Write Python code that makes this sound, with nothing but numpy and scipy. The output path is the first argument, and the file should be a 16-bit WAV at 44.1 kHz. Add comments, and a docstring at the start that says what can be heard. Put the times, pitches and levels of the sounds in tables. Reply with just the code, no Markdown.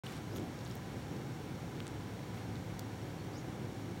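"""A steady distant rumble and soft hiss, over which a pig roots in damp soil among low plants.
Soil and stalks rustle as crumbs break and blades are brushed. Small roots snap, each with a crack,
a short ring and a knock. The snout shoves clods with dull thuds.
Twice a small bird gives a thin note, then a rising whistle, reflected and scattered by trees.
A brief high squeak sounds at the top of the first whistle."""
import sys
import numpy as np
from scipy import signal
from scipy.fft import rfft, irfft
from scipy.io import wavfile

SR = 44100
rng = np.random.default_rng(int(sys.argv[2]) if len(sys.argv) > 2 else 0)


def unload_audio(sound):
    """Save the sound as a 16-bit wav file, at the path given as the first command line argument."""
    columns = np.transpose(np.atleast_2d(sound))
    # keep every value between -1 and 1, then stretch to whole-number steps
    steps = np.round(np.clip(columns, -1, 1) * 32767)
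    wavfile.write(sys.argv[1], SR, steps.astype(np.int16))


N = 176400
T = np.arange(N) / SR

# distant rumble spectrum (frequency [Hz], density [dB/Hz])
RUMBLE_SPECTRUM = [(15, -115), (30, -95), (42, -84.5), (51, -77.5), (65, -74.5), (93, -69.5), (108, -68.5),
                   (135, -65.5), (160, -67), (210, -72), (320, -72), (400, -76.5), (540, -78.5),
                   (630, -85.5), (760, -79), (860, -83), (1100, -88.5), (1600, -88.5), (1900, -92.5),
                   (2250, -90.5), (2550, -102), (4000, -112), (8000, -135)]
# outdoor hiss spectrum at mid-scene (frequency [Hz], density [dB/Hz])
HISS_SPECTRUM = [(100, -108), (1500, -99), (2700, -95), (3500, -95.5), (4600, -98), (5120, -103.5),
                 (5530, -95.5), (6050, -101), (6650, -100.5), (8200, -105), (9400, -105.5), (11000, -110.5),
                 (12000, -108.5), (13000, -109.5), (15800, -108)]
# narrow drones in the rumble (frequency [Hz], resonator width [Hz], rms [dB])
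RUMBLE_DRONES = [(105.65, 3.6, -52), (125.8, 8.3, -56.5), (177, 5.4, -59.5), (1000, 20, -68)]
# soil and stalk rustles (centre [s], length [s], soil rms at centre [dB], blades re soil [dB])
RUSTLE_SWELLS = [(0.112, 0.2, -53.5, -21), (0.367, 0.047, -59, 1), (.69, .3, -66, -10.5),
                 (2.373, .13, -59.5, -13)]
# root and stalk snaps (time [s], ring peak [dB], ring [Hz], ring Q [-], crack re ring [dB], tear [s])
ROOT_SNAPS = [(.0618, -44.5, 8400, 8, -20, .0008), (.0648, -39.5, 3700, 3, -22, .0006),
              (.0672, -38, 2900, 8, -24, .0006), (.1235, -47, 6000, 2, 0, .0006),
              (.1300, -45, 3100, 7, -22, .0006), (.1678, -46, 8400, 8, -14, .0008),
              (.3618, -38.5, 3350, 7, -16, .0006), (.3836, -38.5, 3400, 6, -13, .0005),
              (.3975, -49, 7500, 3, -16, .0006), (.5900, -44, 4200, 8, -20, .0005),
              (.6088, -47, 3800, 2, -14, .0004), (.6125, -45.5, 4400, 3, -18, .0008),
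              (.6512, -43, 6700, 6, -20, .0007), (.6577, -45, 4800, 3, -16, .0003),
              (.6630, -42, 4700, 4, -18, .0005), (.6690, -46, 3900, 5, -20, .0009),
              (.6768, -48, 5000, 2, 0, .0003), (.6990, -50, 7000, 2, 4, .0004),
              (.7035, -48, 3900, 4, -20, .0009), (.7120, -43.5, 4800, 3, -16, .00087),
              (.7226, -48, 4400, 2, -1, .0003), (.7537, -50, 9000, 5, 11, .00083),
              (.7690, -45, 6500, 2, -3, .0003), (.7780, -48, 6200, 6, -16, .0004),
              (1.0235, -48, 3580, 3.5, -22, .0007), (1.1667, -43, 4500, 2.3, -16, .0002),
              (1.7667, -44, 3600, 2, -22, .0002), (1.8039, -33, 3030, 2.3, -16, .00011),
              (1.8684, -32, 3600, 1.1, -26, .00016), (1.8789, -34, 4500, 1.2, -24, .00015),
              (2.3446, -49, 6000, 2, 0, .0003), (2.5564, -41, 3800, 5, -14, .0002),
              (2.5667, -44, 3600, 3, -13, .0002), (2.7938, -32.3, 5400, 1.7, -1.5, .0012)]
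# bird calls (rise start [s], level [dB], lead note [Hz], lead note re level [dB])
BIRD_CALLS = [(.294, -58, 4570, -5), (3.323, -53.5, 4380, -9)]
# whistle pitch contour (time after rise start [s], pitch [Hz])
RISE_CONTOUR = [(0, 4500), (.024, 4820), (.039, 5300), (.050, 5950), (.056, 6480), (.066, 6720)]
# snout shoves (centre [s], length [s], rms at centre [dB])
SNOUT_SHOVES = [(0.396, 0.24, -43), (0.963, .12, -47), (1.154, 0.18, -46.5), (1.525, 0.18, -52),
                (1.784, 0.15, -49), (3.26, 0.17, -52), (3.68, 0.74, -50)]
# resonances of the high squeak (frequency [Hz], width [Hz], rms at centre of squeak [dB])
SQUEAK_MODES = [(3300, 400, -60), (6030, 110, -57), (6750, 350, -60.5)]

CUTOFF_HZ = 15900


def from_db(db):
    """Decibels to gain."""
    return 10 ** (np.asarray(db) / 20)


def unit_rms(x):
    """Scale to rms 1."""
    return x / np.sqrt(np.mean(x ** 2) + 1e-20)


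def resonate(x, hz, width_hz):
    """Two-pole resonance, peak gain 1."""
    r, w = np.exp(-np.pi * width_hz / SR), 2 * np.pi * hz / SR
    return signal.lfilter(np.array([1, 0, -1]) * (1 - r * r) / 2, [1, -2 * r * np.cos(w), r * r], x + 1e-18)


def band(x, low_hz, high_hz):
    """Gentle band-pass."""
    return signal.sosfilt(signal.butter(2, [low_hz, high_hz], "band", fs=SR, output="sos"), x + 1e-18)


def coloured_noise(spectrum):
    """Steady noise of the given spectrum."""
    hz, db = np.transpose(spectrum)
    bins_hz = np.arange(N // 2 + 1) * SR / N
    gain = from_db(np.interp(np.log(bins_hz + 1e-3), np.log(hz), db))
    return irfft(rfft(rng.standard_normal(N)) * gain, N) * np.sqrt(SR / 2)


def swell(centre_s, length_s):
    """Parabolic envelope, peak 1."""
    return np.clip(1 - (2 * (T - centre_s) / length_s) ** 2, 0, 1)


def grains(per_s, spread_db=2.5):
    """Random clicks of uneven size."""
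    hits = rng.random(N) < per_s / SR
    sizes = from_db(spread_db * np.minimum(rng.exponential(1, N), 4))
    return hits * sizes * rng.choice([-1, 1], N)


def outdoors(hiss_fade_db_per_s=0.24):
    """Far rumble with wavering drones; soft hiss, slowly easing."""
    drones = sum(from_db(db) * unit_rms(resonate(resonate(rng.standard_normal(N), hz, width), hz, width))
                 for hz, width, db in RUMBLE_DRONES)
    hiss = coloured_noise(HISS_SPECTRUM) * from_db(-hiss_fade_db_per_s * (T - T.mean()))
    return coloured_noise(RUMBLE_SPECTRUM) + hiss + drones


def crumbs(per_s, q=2.4, gain_db_per_octave=-7.5):
    """Soil crumbs break, each ringing a few cycles at its own pitch; high ones are softer."""
    pitches_hz = [1130, 1750, 2540, 3280, 4350, 5870, 8200]
    soil = np.zeros(N)
    for hz in pitches_hz:
        breaks = grains(per_s / len(pitches_hz), spread_db=3)
        soil += from_db(gain_db_per_octave * np.log2(hz / pitches_hz[0])) * resonate(breaks, hz, hz / q)
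    return unit_rms(soil)


def rustles(blade_low_hz=10300, stray_db=-75):
    """Pushes break crumbs and brush fine blades; stray crumbs fall in between."""
    soil = crumbs(per_s=7000)
    blades = unit_rms(band(grains(per_s=1800), blade_low_hz, CUTOFF_HZ))
    pushes = sum(from_db(db) * swell(centre_s, length_s) * (soil + from_db(blades_db) * blades)
                 for centre_s, length_s, db, blades_db in RUSTLE_SWELLS)
    return pushes + from_db(stray_db) * crumbs(per_s=55)


def snaps(ring_top_hz=9150, crack_low_hz=9200):
    """Fibres give way in about a millisecond: bright crack, short woody ring, knock in the soil."""
    out, t = np.zeros(N + SR), T[:SR // 50]
    damping = signal.butter(8, ring_top_hz, fs=SR, output="sos")
    for time_s, db, hz, q, crack_db, tear_s in ROOT_SNAPS:
        tear = rng.choice([-1, 1], len(t)) * np.exp(-(t / tear_s) ** 2)
        tear[0] = 3  # sharp onset
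        ring = band(resonate(tear, hz, hz / q), 0.4 * hz, CUTOFF_HZ)  # little radiates far below pitch
        ring = signal.sosfilt(damping, ring)
        crack = band(tear, crack_low_hz, CUTOFF_HZ)
        knock = resonate(tear, hz=1300, width_hz=800)
        knock_db = -5 - 14 * np.log2(hz / 3500)  # thinner, higher fibres knock less
        start = int(time_s * SR)
        for part, part_db in (ring, 0), (crack, crack_db), (knock, knock_db):
            out[start:start + len(t)] += from_db(db + part_db) * part / abs(part).max()
    return out[:N]


def whistle(hz, waver_rms_hz=40):
    """Sine with a slight random pitch waver."""
    waver = unit_rms(band(rng.standard_normal(N), low_hz=9, high_hz=90))
    return np.sin(2 * np.pi * np.cumsum(hz + waver_rms_hz * waver) / SR)


def bird(lead_ahead_s=0.153, lead_s=0.065, rise_s=0.069, rise_swell_db=7):
    """Faint level note, then a whistle that swells as it flicks up."""
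    song = np.zeros(N)
    contour_s, contour_hz = np.transpose(RISE_CONTOUR)
    for start_s, db, lead_hz, lead_db in BIRD_CALLS:
        song += from_db(db + lead_db) * swell(start_s - lead_ahead_s + lead_s / 2, lead_s) * whistle(lead_hz)
        hz = np.interp(T - start_s, contour_s, contour_hz)
        below_top = (contour_hz.max() - hz) / np.ptp(contour_hz)
        envelope = np.sqrt(swell(start_s + rise_s / 2, rise_s))
        song += from_db(db - rise_swell_db * below_top) * envelope * whistle(hz)
    return song


def among_trees(song, delay_s=0.013, reflection_db=-10, decay_s=0.035, scatter_db=-4):
    """Direct song plus one reflection and a scattered tail from the trees."""
    reflection = from_db(reflection_db) * np.interp(T - delay_s, T, song)
    tail = rng.standard_normal(SR // 2) * np.exp(-T[:SR // 2] / decay_s)
    scatter = from_db(scatter_db) * signal.fftconvolve(song, tail / np.linalg.norm(tail))[:N]
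    return song + reflection + scatter


def shoves():
    """The snout shifts clods: dull, crowded thuds."""
    clods = unit_rms(band(grains(per_s=1500), low_hz=156, high_hz=372))
    return clods * sum(from_db(db) * swell(centre_s, length_s) for centre_s, length_s, db in SNOUT_SHOVES)


def squeak():
    """Brief high squeak at the top of the bird's first whistle."""
    clicks = grains(per_s=1500)
    ring = sum(from_db(db) * unit_rms(resonate(clicks, hz, width_hz)) for hz, width_hz, db in SQUEAK_MODES)
    return swell(centre_s=0.371, length_s=0.028) * ring


def scene():
    """Pig and bird in the open air, mono."""
    return (outdoors() + rustles() + snaps() + among_trees(bird()) + shoves() + squeak())[None]


def record(dry):
    """Brief opening silence; steep low-pass."""
    silence_s = 0.036
    low_pass = signal.ellip(12, 0.1, 70, CUTOFF_HZ, fs=SR, output="sos")
    return signal.sosfilt(low_pass, dry * (T >= silence_s))


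dry = scene()
out = record(dry)
unload_audio(out)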